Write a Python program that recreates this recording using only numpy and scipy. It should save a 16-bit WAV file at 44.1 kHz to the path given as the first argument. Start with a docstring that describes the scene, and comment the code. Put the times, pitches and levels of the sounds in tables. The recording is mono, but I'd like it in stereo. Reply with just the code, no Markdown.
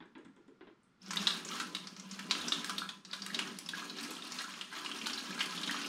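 """Water is tipped from one plastic bucket into another on a workshop bench, over quiet room tone.
Hands first knock the bucket: low thuds with scuffing ticks and faint treble puffs.
From about one second a broken stream slaps the water in noise bursts, traps chirping bubbles,
spatters in thousands of tiny grains, drums the resonant walls and thumps the bench.
Reflections in bucket and room ring after it all."""
import sys
import numpy as np
from scipy import signal
from scipy.fft import rfft, irfft, next_fast_len
from scipy.io import wavfile
from scipy.ndimage import uniform_filter1d, map_coordinates

SR = 44100
rng = np.random.default_rng(int(sys.argv[2]) if len(sys.argv) > 2 else 0)


def dump_mix(stems):
    """Bounce the given channels to the path in sys.argv[1] as a 16-bit WAV at rate SR."""
    frames = np.atleast_2d(stems).T  # one column per channel
    limited = np.clip(frames, -1, 1)  # hard clip at full scale
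    pcm = np.round(limited * 32767).astype(np.int16)
    wavfile.write(sys.argv[1], SR, pcm)


N = 259308

# strength of the stream: start_s, level_db (spatter, before the cavity)
FLOW = [(0.998, -82), (1.03, -62), (1.2, -43.5), (1.36, -45.5), (1.44, -54), (1.56, -42), (1.72, -57.5),
        (1.8, -56), (2.06, -59), (2.17, -51.5), (2.28, -56), (2.4, -45), (2.76, -47.5), (2.96, -61.5),
        (3.04, -79), (3.1, -55), (3.22, -53), (3.44, -45.5), (3.67, -59.5), (3.779, -43), (3.93, -54.5),
        (4.04, -45), (4.2, -50), (4.38, -43.5), (4.52, -49.5), (4.66, -53.5), (4.74, -46.5), (4.85, -49),
        (5.15, -45.5), (5.88, -43.5)]
# spectrum of the spatter and spray: pitch_hz, level_db (per Hz)
SPATTER = [(400, -40), (544, -2.5), (848, -5), (989, -0.5), (1230, 2.5), (1640, -2.5), (2260, -2),
           (2720, 1.5), (5000, -1.5), (9290, -10.5), (13000, -27), (15600, -32)]


def amp(db):
    """Turns dB into gain."""
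    return 10 ** (np.asarray(db) / 20)


def evened(x):
    """Scales to rms 1."""
    return x / np.sqrt(np.mean(x ** 2) + 1e-20)


def read(points, hz):
    """Reads a table on a log-frequency axis."""
    f, value = np.transpose(points)
    return np.interp(np.log(hz + 1), np.log(f + 1), value)


def level_at(curve, s, column=1):
    """Reads a dB curve over time; -120 dB before its first point."""
    columns = np.transpose(curve)
    return np.interp(s, columns[0], columns[column], left=-120)


def add(mix, s, sound):
    """Mixes a sound in at s seconds."""
    part = mix[round(s * SR):][:len(sound)]
    part += sound[:len(part)]


def colour(x, gain):
    """Filters x by a gain given as a function of frequency."""
    size = next_fast_len(x.shape[-1] * 9 // 8)  # room for the filter's tail
    spectrum = rfft(x, size) * gain(np.fft.rfftfreq(size, 1 / SR))
    return irfft(spectrum, size)[..., :x.shape[-1]]


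def modes(table):
    """Complex response of a set of damped resonances."""
    return lambda hz: sum(amp(db) / (1 + 2j * (hz - f) / width) for f, width, db in table)


def around(f, hz, octaves):
    """Bell-shaped gain around a pitch, on an octave axis."""
    return np.exp(-.5 * (np.log2((f + 1) / hz) / octaves) ** 2)


def wandering(width):
    """Slow random curve of rms 1: noise smoothed twice over width samples."""
    once = uniform_filter1d(rng.standard_normal(N), size=width)
    return evened(uniform_filter1d(once, size=width))


def bubble(t, hz, cycles, rise):
    """A trapped bubble: a sine dying by 1/e in so many cycles, its pitch climbing near the surface."""
    u = t * hz / cycles
    tone = np.sin(2 * np.pi * hz * t * (1 + rise * u))
    return tone * (1 - np.exp(-u / 0.029)) * np.exp(-u) * (u < 6)


def slaps():
    """Each lump of water landing gives a short burst around its pitch, a bubble and a wide spray."""
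    # lumps of water landing: start_s, level_db (before the cavity), pitch_hz (of the burst)
    landings = [(1.062, -34, 5500), (1.107, -20.5, 5880), (1.169, -20, 3700), (1.196, -26.5, 3860),
                (1.27, -10.5, 3830), (1.305, -19.5, 3920), (1.449, -25.5, 6620), (1.488, -28, 5700),
                (1.513, -26, 3210), (1.6, -25.5, 1314), (1.749, -22.5, 3870), (1.766, -27.5, 3550),
                (1.871, -28.5, 4610), (1.965, -29.5, 5530), (1.997, -32, 5660), (2.112, -28, 5860),
                (2.191, -32.5, 1467), (2.299, -26.5, 4800), (2.31, -13.5, 3820), (2.412, -32, 3900),
                (2.482, -19.5, 5490), (2.521, -13.5, 3700), (2.695, -27, 1280), (2.781, -20.5, 3810),
                (2.89, -26.5, 3510), (3.049, -33.5, 4720), (3.131, -24, 3680), (3.13, -34, 1370),
                (3.22, -27, 4860), (3.345, -20.5, 4000), (3.39, -18, 2827), (3.586, -32.5, 5240),
                (3.661, -31.5, 5130), (3.689, -24.5, 3790), (3.897, -28, 4220), (3.985, -26, 4100),
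                (4.035, -30, 4700), (4.109, -37, 1127), (4.222, -33, 3610), (4.32, -27, 5330),
                (4.387, -25, 4100), (4.405, -33, 1920), (4.726, -36, 1565), (4.848, -34, 973),
                (4.538, -35.5, 2660), (4.611, -26, 3170), (4.745, -42, 4460), (4.808, -41, 4000),
                (4.86, -25, 2620), (4.914, -26.5, 2950), (4.988, -33, 5500), (5.014, -30, 2800),
                (5.059, -21.5, 3860), (5.097, -27, 3210), (5.132, -24.5, 4800), (5.176, -22, 4180),
                (5.329, -38, 2410), (5.378, -34.5, 1600), (5.392, -27.5, 4360), (5.406, -17.5, 2750),
                (5.409, -26.5, 2130), (5.521, -30, 3540), (5.561, -34, 3600), (5.576, -28.5, 3470),
                (5.632, -22.5, 3460), (5.675, -22, 3530), (5.71, -26, 3360), (5.764, -27, 3220),
                (5.779, -39, 4230), (5.815, -33, 1690)]
    spread_oct, core_oct, core_db = 0.43, 0.18, 1.5  # width of the burst; its narrow core
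    spray_db, spray_hz, spray_db_per_oct = -14, 3660, -5.5  # low, flat landings spray more
    bubble_share = 0.36
    out, t = np.zeros(N), np.arange(2048) / SR
    lumps = [*landings, *small_slaps()]
    noise = rng.standard_normal((len(lumps), 2, 2048))
    for (s, db, hz), (a, b) in zip(lumps, noise):
        spray_gain = amp(spray_db + spray_db_per_oct * np.log2(hz / spray_hz))
        cushion = 1 + 0.14 * (s - 1) ** 1.8  # deeper water softens and stretches each landing
        rise = 1 - np.exp(-t / (0.00017 * cushion))
        band = colour(a, lambda f: around(f, hz, spread_oct) + amp(core_db) * around(f, hz, core_oct))
        burst = evened(band) * rise * np.exp(-t / (0.0045 * np.sqrt(cushion)))
        spray = evened(colour(b, lambda f: amp(read(SPATTER, f)))) * rise * np.exp(-t / 0.0087)
        ring = bubble(t, .93 * hz, cycles=12.54, rise=0.0674)
        body = (1 - bubble_share) * burst / abs(burst).max() + 1.08 * bubble_share * ring
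        add(out, s, amp(db) * (body + spray_gain * spray))
    return out


def small_slaps():
    """Lesser lumps land at random times, their levels following the stream at that moment."""
    per_s, offset_db, swing_db = 22.0, 0.5, 8  # level relative to the flow, spread either way
    low_hz, high_hz = 1545, 7130
    gap, size, pitch = rng.random((200, 3)).T
    s = FLOW[0][0] + np.cumsum(-np.log(gap + 1e-9) / per_s)
    db = level_at(FLOW, s) + offset_db + swing_db * (2 * size - 1)
    hz = low_hz * (high_hz / low_hz) ** pitch
    return [row for row in zip(s, db, hz) if row[0] < N / SR]


def smacks():
    """Flat smacks on the surface: a few milliseconds of bright crack over a broader wet slap."""
    # smacks, wide in pitch: start_s, treble_db, mid_db (rms of each noise before its envelope)
    smack_table = [(1.107, -43, -28), (1.1324, -31, -21.5), (1.1593, -28, -27), (1.253, -35, -43),
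                   (1.27, -44, -23), (1.3047, -38, -36), (1.5975, -28, -31), (1.7494, -29.5, -28),
                   (2.1927, -35, -29), (2.3098, -44, -15), (2.3498, -36, -21.5), (2.6442, -21.5, -25),
                   (2.6952, -31, -37), (2.781, -23, -45), (3.2631, -27.5, -26), (3.39, -44, -31),
                   (3.5871, -24.5, -35.5), (3.6887, -28, -60), (4.009, -30, -38), (4.0296, -24, -35),
                   (4.1059, -23.5, -60), (4.3423, -33, -36), (4.355, -33, -45), (4.42, -31, -47),
                   (5.0681, -20, -18), (5.428, -31, -43), (5.71, -27.5, -35)]
    out, t = np.zeros(N), np.arange(1024) / SR
    noise = rng.standard_normal((len(smack_table), 2, 1024))
    for (s, treble_db, mid_db), (a, b) in zip(smack_table, noise):
        crack = evened(colour(a, lambda f: 1 / (1 + (6000 / (f + 1)) ** 4) / (1 + (f / 10500) ** 6)))
        wet = evened(colour(b, lambda f: 1 / (1 + (950 / (f + 1)) ** 8) / (1 + (f / 5200) ** 4)))
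        crack = amp(treble_db) * crack * np.exp(-t / 0.0016)
        wet = amp(mid_db) * wet * np.exp(-t / 0.0022)
        add(out, s, (1 - np.exp(-t / 0.0016)) * (crack + wet))
    return out


def drips():
    """Lone droplets and bubbles: single chirping sines with a softened onset."""
    # start_s, level_db (before the cavity), pitch_hz (nominal), decay_cycles
    drip_table = [(0.833, -48, 8320, 4.9), (1.018, -46.5, 5400, 23), (2.135, -34, 4230, 9),
                  (2.819, -25.5, 1333, 3.7), (3.113, -27, 4600, 4.8), (3.302, -33, 1820, 6.2),
                  (3.735, -29, 1600, 6.7), (3.821, -36.5, 1220, 7.1), (4.167, -33.5, 3260, 8.3),
                  (4.4405, -34.5, 1390, 7.9), (4.479, -41, 1070, 7), (5.695, -24.5, 1825, 8),
                  (5.7446, -27.5, 1180, 4.6), (5.846, -27, 2740, 9)]
    out, t = np.zeros(N), np.arange(2048) / SR
    for s, db, hz, cycles in drip_table:
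        onset = 1 - np.exp(-t / 0.00028)
        add(out, s, amp(db) * onset * bubble(t, 0.928 * hz, cycles, rise=0.0647))
    return out


def plinks():
    """Single clear bubbles chirp upward at random, their levels following the stream."""
    per_s, offset_db = 60.0, -2
    low_hz, high_hz = 986, 5090
    out, t = np.zeros(N), np.arange(2048) / SR
    gap, size, pitch, length = rng.random((400, 4)).T
    times = FLOW[0][0] + np.cumsum(-np.log(gap + 1e-9) / per_s)
    levels = level_at(FLOW, times) + offset_db - 2.6 * np.log(size + 0.018)  # a few stand out
    pitches = low_hz * (high_hz / low_hz) ** pitch
    for s, db, hz, c in zip(times, levels, pitches, length):
        add(out, min(s, N / SR), amp(db) * bubble(t, hz, cycles=4.95 + 8.1 * c, rise=0.065))
    return out


def spatter():
    """Thousands of droplets and small bubbles at 32 pitches, in clumps; a few are louder."""
    grains_per_s, clump_db = 130., 2  # rate at each pitch; rms swing of the clumps
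    out, t = np.zeros(N), np.arange(1500) / SR
    for hz in np.geomspace(500, 15000, num=32):
        loudness = amp(2.0 * np.minimum(rng.exponential(1, N), 5))
        hits = loudness * (rng.random(N) < grains_per_s / SR)
        grain = bubble(t, hz, cycles=4.0 * rng.uniform(0.12, 2.82), rise=0.051)
        grain = grain / np.linalg.norm(grain)
        # energy per grain follows the spectrum; pitches are log spaced, so higher ones cover more band
        out += signal.oaconvolve(hits, grain)[:N] * amp(read(SPATTER, hz)) * np.sqrt(hz)
    clumped = evened(out * amp(clump_db * wandering(900)))
    return clumped * amp(level_at(FLOW, np.arange(N) / SR))


def drumming():
    """The lumpy stream shakes the plastic walls, which radiate little deep bass."""
    # breathing of the whole bucket: pitch_hz, width_hz, level_db (relative)
    breathing = [(175, 5.4, -3), (192.8, 7.8, -1)]
    # bending of the walls: pitch_hz, width_hz, level_db (relative)
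    bending = [(235.7, 36.4, 4.5), (284.8, 2.3, 11.5), (310, 10.3, -0.5), (372.5, 6.6, 2)]
    # level of the drumming before the mix: start_s, deep_db, walls_db
    drum_levels = [(1.0, -78, -90), (1.05, -55, -69), (1.2, -46.5, -55), (1.36, -56, -51),
                   (1.72, -56, -52.5), (2.06, -53.5, -78), (2.26, -48.5, -56.5), (2.36, -67, -46),
                   (2.6, -58, -50.5), (2.8, -51.5, -55.5), (3.04, -63.5, -72.5), (3.22, -55, -63),
                   (3.44, -54, -44.5), (3.6, -56, -59), (3.75, -60, -56), (4.05, -61, -49.5),
                   (4.66, -64, -64.5), (4.9, -76, -51), (5.15, -69, -52), (5.3, -53, -51.5),
                   (5.88, -56.5, -50.5)]
    lumps = evened(uniform_filter1d(rng.standard_normal(N), size=700))
    push = rng.standard_normal(N) * amp(2. * lumps)
    radiate = lambda f: 1 / (1 + (164.5 / (f + 1)) ** 12)
    deep = evened(colour(push, lambda f: modes(breathing)(f) * radiate(f)))
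    walls = evened(colour(push, lambda f: modes(bending)(f) * radiate(f)))
    t = np.arange(N) / SR
    return deep * amp(level_at(drum_levels, t)) + walls * amp(level_at(drum_levels, t, column=2))


def bench():
    """Heavy surges shake the bench top: soft swelling thumps of a low sine."""
    # start_s, level_db (the swell tops out 12 dB above it)
    thump_table = [(1.198, -76), (2.38, -77), (2.734, -80), (3.456, -86), (5.091, -83), (5.668, -84)]
    bench_hz = 96
    out, t = np.zeros(N), np.arange(12000) / SR
    for s, db in thump_table:
        swell = np.e * t / 0.0075 * np.exp(-t / 0.03)
        add(out, s, amp(db) * swell * np.sin(2 * np.pi * bench_hz * t))
    return out


def knocks():
    """Hands and rim bump the plastic: a push swells into the hollow, a scuffing tick on top."""
    # start_s, level_db (of the thud), tick_db (relative to level_db), pitch_hz
    knock_table = [(0.004, -45.5, 0, 252), (0.024, -54, 7, 312), (0.152, -45.5, -0.5, 315),
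                   (0.187, -48, -7.5, 335), (0.25, -47.5, -6, 238), (0.365, -51.5, -6.5, 328),
                   (0.481, -46.5, -13, 308), (0.609, -47.5, -0.5, 320), (0.671, -50, -1.5, 321)]
    # plastic shell under a knock: pitch_hz, width_hz, level_db (relative)
    shell = [(1010, 200, 11), (1610, 550, 7.5), (1910, 1100, -2), (3240, 960, -7)]
    out, t = np.zeros(N), np.arange(8192) / SR
    noise = rng.standard_normal((len(knock_table), 2, 8192))
    ping = 0.69 * bubble(t, 3400, cycles=3.7, rise=0)
    for (s, db, tick_db, hz), (a, b) in zip(knock_table, noise):
        rough = colour(a, lambda f: around(f, hz, 0.42))
        rough = rough * (1 - np.exp(-t / 0.0063)) * np.exp(-t / 0.036)
        thud = 0.68 * rough / abs(rough).max() + 0.31 * bubble(t, hz, cycles=5.4, rise=0)
        tick = colour(b, lambda f: modes(shell)(f) / (1 + (f / 4300) ** 8))
        tick = tick * (np.exp(-t / 0.0059) + 0.67 * np.exp(-t / 0.02))
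        scuff = (1 - np.exp(-t / 0.00022)) * (tick / abs(tick).max() + ping)
        add(out, s, amp(db) * (thud + amp(tick_db) * scuff))
    return out


def ticks():
    """Faint soft puffs of treble noise a few milliseconds long."""
    # start_s, level_db (rms of the noise before its envelope)
    tick_table = [(0.055, -70), (0.18, -64.5), (0.247, -62), (0.361, -67), (0.478, -67)]
    out, t = np.zeros(N), np.arange(1024) / SR
    for (s, db), a in zip(tick_table, rng.standard_normal((len(tick_table), 1024))):
        puff = evened(colour(a, lambda f: 1 / (1 + (5500 / (f + 1)) ** 4) / (1 + (f / 9000) ** 12)))
        add(out, s, amp(db) * puff * (1 - np.exp(-t / 0.0013)) * np.exp(-t / 0.0036))
    return out


def cavity(x):
    """Air and wall resonances colour the water sound leaving the bucket, which loses its bass."""
    # pitch_hz, width_hz, level_db (before the 0.22 blend)
    resonances = [(1013, 4.7, 24), (1334, 27, 12.5), (1490, 22, 9.5), (1645, 20, 16), (3785, 63, 7)]
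    return colour(x, lambda f: (1 + modes(resonances)(f) * 0.22) / (1 + (507.0 / (f + 1)) ** 4))


def scattered(x):
    """The landing point dances about, so the delay to the right side wanders by a sample or so."""
    delayed = map_coordinates(x, [np.arange(N) + 1.03 * wandering(600)], order=5)
    return np.array([x, delayed])


def alike(pair):
    """Blends two unrelated signals into a left-right pair whose likeness varies with frequency."""
    # pitch_hz, likeness (0 unrelated, 1 mono)
    likeness = [(30, .1), (80, 0.23), (150, 0.74), (400, 0.28), (1000, 0.83), (2200, 0.6), (4500, 0.52),
                (10000, 0.33)]
    same = lambda f: np.clip(read(likeness, f), 0, 1)
    right = colour(pair[0], same) + colour(pair[1], lambda f: np.sqrt(1 - same(f) ** 2))
    return np.array([pair[0], right])


def ringing(x):
    """Dense reflections in bucket and room, each band of noise dying at its own speed."""
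    # pitch_hz, t60_s
    decay = [(200, 0.17), (800, 0.34), (2000, 0.33), (4000, 0.3), (10000, 0.38), (15000, 0.23)]
    out = 0
    # three noise tails take turns, 9 times a second,
    # so the reverberation stays smooth and free of steady tones
    for k in range(3):
        hz, t, z = signal.stft(alike(rng.standard_normal((2, SR // 2))), SR, nperseg=256)
        fading = z * amp(-60 * t / read(decay, hz)[:, None])
        tail = signal.istft(fading, SR, nperseg=256)[1]
        age = np.arange(tail.shape[1]) / SR
        tail = tail * np.clip(age / 0.0029, 0, 1)
        tail = tail * (1 + 2.2 * np.exp(-age / 0.0021))  # quick echoes inside the bucket
        turn = np.sqrt(2 / 3) * np.cos(2 * np.pi * (9. * np.arange(N) / SR + k / 3))
        tail = tail / np.linalg.norm(tail[0])
        out += signal.fftconvolve((x * turn)[None], tail, axes=1)[:, :N]
    return out


def hush():
    """Quiet tone of the workshop: steady shaped noise."""
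    # pitch_hz, level_db (per Hz, relative)
    room_tone = [(20, -6), (48, -3), (86, -3), (202, 10.5), (705, -9.5), (1300, -4), (1410, 1.5),
                 (1520, -8.5), (5180, -18), (11500, -34), (15000, -70), (22000, -120)]
    noise = alike(rng.standard_normal((2, N)))
    return amp(-69) * evened(colour(noise, lambda f: amp(read(room_tone, f))))


def scene():
    """Water rings in the cavity; all but the bench and hush arrive directly and by reflection."""
    water = cavity(slaps() + drips() + smacks() + plinks() + spatter())
    bumps = knocks() + ticks()
    body = drumming()
    near = scattered(amp(-2.0) * water) + bumps + body + bench()
    reflected = ringing(amp(-4.0) * water + amp(0.5) * bumps + amp(-12.0) * body)
    return near + reflected + hush()


def record(dry):
    """Two microphone ports differ a little in phase and level; then the band limit."""
    # pitch_hz, phase_rad (left leads)
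    port_phase = [(200, -0.15), (1000, -0.04), (2800, -0.55), (5200, -0.97), (7750, -1.28), (15300, -3.0)]
    # pitch_hz, level_db (left minus right)
    port_db = [(100, -1), (1000, -0.5), (3000, 1.5), (5000, 0.8), (8000, -1.5), (13000, -4.5)]
    edge_hz = 15800
    # each side takes half the difference
    left = lambda f: amp(read(port_db, f) / 2) * np.exp(.5j * read(port_phase, f))
    ports = np.array([colour(dry[0], left), colour(dry[1], lambda f: 1 / left(f))])
    lowpass = signal.firwin(511, edge_hz, window=("kaiser", 9), fs=SR)
    return signal.oaconvolve(ports, lowpass[None], "same")


dry = scene()
out = record(dry)
dump_mix(out)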